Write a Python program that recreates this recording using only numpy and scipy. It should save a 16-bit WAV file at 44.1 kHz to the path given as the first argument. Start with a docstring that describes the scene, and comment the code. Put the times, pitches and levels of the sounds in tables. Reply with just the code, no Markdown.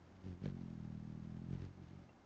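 """The low hum of a hummingbird darting in to hover a hand's width from the microphone.
Each wingbeat is one soft pressure pulse with a swish of feathers and a draught on the microphone.
Hard strokes snap, a sharp braking stroke makes a bump, then the bird moves to a plastic feeder
and perches with a tap. Behind it lies the steady murmur of a suburban patio."""
import sys
import numpy as np
from scipy import signal
from scipy.fft import rfft, irfft
from scipy.io import wavfile

SR = 44100
rng = np.random.default_rng(int(sys.argv[2]) if len(sys.argv) > 2 else 0)


def generate_wav(sig):
    """Save sig (samples, or channels by samples) to the path in sys.argv[1] as 16-bit PCM at SR."""
    pcm = np.round(np.clip(np.atleast_2d(sig).T, -1, 1) * 32767).astype(np.int16)
    wavfile.write(sys.argv[1], SR, pcm)


N = 99225
TIME = np.arange(N) / SR

# The hum at the microphone, set by distance and effort. 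Each row: time in seconds, level in dB.
HUM_LEVEL = [(0, -62), (.055, -67.5), (.11, -61.5), (.21, -63.5), (.26, -46.5), (.34, -49), (.395, -61),
             (.435, -44), (.47, -41), (.51, -47), (.68, -49), (1.1, -49), (1.47, -49.5), (1.535, -40),
             (1.58, -49.5), (1.635, -45), (1.73, -60.5), (1.83, -53.5), (1.865, -62), (1.9, -56),
             (1.99, -55), (2.1, -69.5), (2.14, -81)]


def wing_hum(beats):
    """Close up, one pressure pulse a beat, shaped by posture; no two beats are quite alike."""
    # Flight postures, blending one into the next. Each row: time in seconds, posture.
    postures = [(0, "darting"), (.38, "darting"), (.45, "banking"), (0.489, "banking"), (0.579, "hovering"),
                (1.45, "hovering"), (1.52, "banking"), (1.585, "banking"), (1.63, "backing"),
                (1.69, "backing"), (1.75, "feeding"), (2.1, "feeding")]
    # Each entry: posture, relative dB of harmonics 1-12. 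Darting has two equal strokes, so even ones lead.
    harmonics = { "darting": [-20.5, -0.5, -14.5, -3.5, -18.5, -9.5, -21.5, -12.5, -24, -24.5, -31, -27],
                 "banking": [-8, -2, 3.5, 0, -6, -17, -12.5, -14, -18.5, -26, -25.5, -35], "hovering":
                 [-10.5, -8.5, -1.5, -0.7, -1, -7, -15, -14.5, -21, -31, -28.5, -35.5], "backing": [-13.5,
                 -1.5, -5.5, -10.5, -14.5, -12.5, -20.5, -18, -31, -23, -39, -32], "feeding": [-16.5, -0.5,
                 -0.5, -1, -9.5, -16.5, -10, -14.5, -29, -26.5, -29.5, -35]}
    times = [time for time, _ in postures]
    shapes = np.array([harmonics[name] for _, name in postures], float)
    phases = np.array([pulse_phases(shape) for shape in shapes])
    wobble_db, beat_spread_db = 0.8, 0.7
    hum, power = 0, 0
    for k, (levels, angles) in enumerate(zip(shapes.T, phases.T), 1):
        gain = from_db(np.interp(TIME, times, levels) + wobble_db * jitter(beats))
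        hum += gain * np.cos(2 * np.pi * k * beats + np.interp(TIME, times, angles))
        power += gain ** 2 / 2
    level_db = in_time(HUM_LEVEL) + 0.23 + beat_spread_db * jitter(beats)
    return hum / np.sqrt(power) * from_db(level_db)


def wingbeats():
    """Running count of wingbeats; each comes a little early or late."""
    # Each row: time in seconds, wingbeats per second.
    beat_rate = [(0, 44.9), (.08, 41.0), (.12, 47.7), (.28, 46.85), (.36, 42.2), (.44, 50.8), (.52, 45.5),
                 (.84, 40.0), (1.08, 40.1), (1.4, 41.8), (1.56, 46.5), (1.6, 39.8), (1.64, 49.2),
                 (1.68, 44.55), (1.8, 46.8), (1.88, 39.9), (1.92, 48.7), (2.12, 39.7)]
    count = np.cumsum(in_time(beat_rate)) / SR
    return count + 0.018 * jitter(count)


def pulse_phases(levels_db, size=64):
    """Harmonic phases of a pulse that starts at once and dies away (minimum phase)."""
    tail_db = levels_db[-1] - np.arange(1, size // 2 - len(levels_db) + 1)
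    spectrum = from_db(np.r_[levels_db[0] - 20, levels_db, tail_db])
    cepstrum = irfft(np.log(spectrum))
    causal = 2 * cepstrum * (np.arange(size) < size // 2)
    return np.imag(rfft(causal))[1:len(levels_db) + 1]


def feather_swish(beats):
    """Air through the feathers swells twice a beat as the wings flip; some strokes rustle more."""
    # Each row: time in seconds, level in dB.
    swish_level = [(0, -76), (.2, -77.5), (.27, -66), (.34, -75.5), (.39, -84.5), (.445, -60), (.47, -64),
                   (.51, -72.5), (.7, -73), (1.45, -73), (1.55, -67.5), (1.58, -71), (1.64, -66),
                   (1.71, -76.5), (1.9, -73), (2.05, -74.5), (2.13, -103)]
    # Each row: frequency in Hz, relative spectral density in dB.
    colour = [(150, 4.5), (400, 4.5), (800, -4), (1500, -3), (3000, -9.5), (5000, -14), (6800, -19),
              (8200, -43)]
    swing_db, spread_db = 3.5, 2.5
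    strokes = 2 * (beats - 0.43)  # the first flip comes 0.43 of the way through a beat
    swell_db = swing_db * np.cos(2 * np.pi * strokes) + spread_db * jitter(strokes, 256)
    return noise(colour, low_hz=144) * rms_one(from_db(swell_db)) * from_db(in_time(swish_level))


def feather_snaps():
    """Short double cracks on the hardest strokes: one feather flips softly just ahead of another."""
    # Each row: start in seconds, relative level in dB.
    snaps = [(.438, -12), (.457, 0.5), (.4775, -7.5), (.498, -13), (1.549, -13), (1.623, -18), (1.634, -15),
             (1.666, -17), (1.899, -16)]
    # Stiff flight feathers. Each row: mode in Hz, relative level in dB, seconds to fall 60 dB.
    quills = [(1030, 1.5, 0.0034), (1680, -5, 0.033), (2040, 1.5, 0.0045), (2610, 3.5, 0.0033),
              (3280, 3, 0.0043), (4190, -5, 0.015)]
    main_db, lead_db, lead_s = -49.5, -59, 0.001338
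    return sum(knock(start, main_db + db, quills) + knock(start - lead_s, lead_db + db, quills)
               for start, db in snaps)


def braking_bump():
    """A sharp braking stroke bumps the microphone, and its housing rings briefly."""
    # Each row: mode in Hz, relative level in dB, seconds to fall 60 dB.
    housing = [(153, -4.5, 0.075), (306, -1, 0.063), (472.5, -5.5, 0.086), (566, -1, 0.034)]
    return knock(start=0.4572, db=-42, modes=housing)


def wing_draught():
    """Air stirred by the wings rumbles softly on the microphone, following the level of the hum."""
    # Each row: frequency in Hz, relative spectral density in dB.
    colour = [(30, -12), (60, -1), (120, -1.5), (300, -14), (700, -44.5)]
    return noise(colour, low_hz=37.8) * from_db(in_time(HUM_LEVEL) - 19.5)


def perch_tap():
    """The feet land on the plastic feeder and set it ringing."""
    # Each row: mode in Hz, relative level in dB, seconds to fall 60 dB.
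    feeder = [(640, 1, .04), (900, 0, .03), (1250, -2, .025), (2050, -4, .03), (2730, -4, .07)]
    return knock(start=2.092, db=-62.5, modes=feeder)


def patio():
    """Behind the bird: steady outdoor hiss, far traffic and a faint, thin whine."""
    # Open air. Each row: frequency in Hz, relative spectral density in dB.
    hiss_colour = [(300, 2.5), (450, -6), (570, -1.5), (680, -4), (790, -2.5), (1000, -7.5), (1500, -11),
                   (2100, -17.5), (3000, -21), (5000, -25), (6700, -26), (7200, -31.5), (8300, -39.5)]
    # Far traffic. Each row: frequency in Hz, relative spectral density in dB.
    traffic_colour = [(25, -26.5), (48, -2.5), (65, 0.5), (85, 0.5), (150, -5.5), (300, -2.5), (450, -16.5),
                      (900, -50.5)]
    hiss = from_db(-69) * noise(hiss_colour, low_hz=318)
    traffic = from_db(-66) * noise(traffic_colour, low_hz=29.7)
    wander = np.interp(TIME, np.linspace(0, TIME[-1], 40), rng.standard_normal(40))
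    whine_hz = 2125 + 5 * rms_one(wander)
    whine = from_db(-90.5) * np.sqrt(2) * np.sin(2 * np.pi * np.cumsum(whine_hz) / SR)
    return hiss + traffic + whine


def knock(start, db, modes):
    """One blow at start seconds sets damped modes ringing, neighbours in opposite sense."""
    age = np.maximum(TIME - start, 0)
    return sum((-1) ** k * from_db(db + level - 60 * age / t60) * np.sin(2 * np.pi * hz * age)
               for k, (hz, level, t60) in enumerate(modes))


def noise(colour, low_hz):
    """Unit-rms noise with the given spectrum, falling away below low_hz."""
    hz = np.arange(N // 2 + 1) * SR / N + 0.00061  # the offset avoids log(0)
    points_hz, points_db = np.transpose(colour)
    gain = from_db(np.interp(np.log(hz), np.log(points_hz), points_db))
    gain /= np.hypot(1, (low_hz / hz) ** 2)
    return rms_one(irfft(rfft(rng.standard_normal(N)) * gain, N))


def jitter(count, size=128):
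    """A random value at each whole count, gliding to the next."""
    return np.interp(count, np.arange(size), rng.standard_normal(size))


def in_time(rows):
    """A control curve at every sample."""
    return np.interp(TIME, *np.transpose(rows))


def from_db(db):
    """Decibels to gain."""
    return 10 ** (np.asarray(db) / 20)


def rms_one(x):
    """Scale to unit rms."""
    return x / np.sqrt(np.mean(x ** 2) + 1e-20)


def scene():
    """The bird close up and the patio behind it, in mono."""
    beats = wingbeats()
    bird = wing_hum(beats) + feather_swish(beats) + feather_snaps() + wing_draught()
    return (bird + braking_bump() + perch_tap() + patio())[None]


def record(dry):
    """A small camera microphone with the deepest bass and the top cut off."""
    low_cut_hz, high_cut_hz = 34, 8200
    low_cut = signal.butter(4, low_cut_hz, "high", fs=SR, output="sos")
    high_cut = signal.ellip(10, .2, 80, high_cut_hz, fs=SR, output="sos")
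    return signal.sosfilt(high_cut, signal.sosfilt(low_cut, dry))


dry = scene()
out = record(dry)
generate_wav(out)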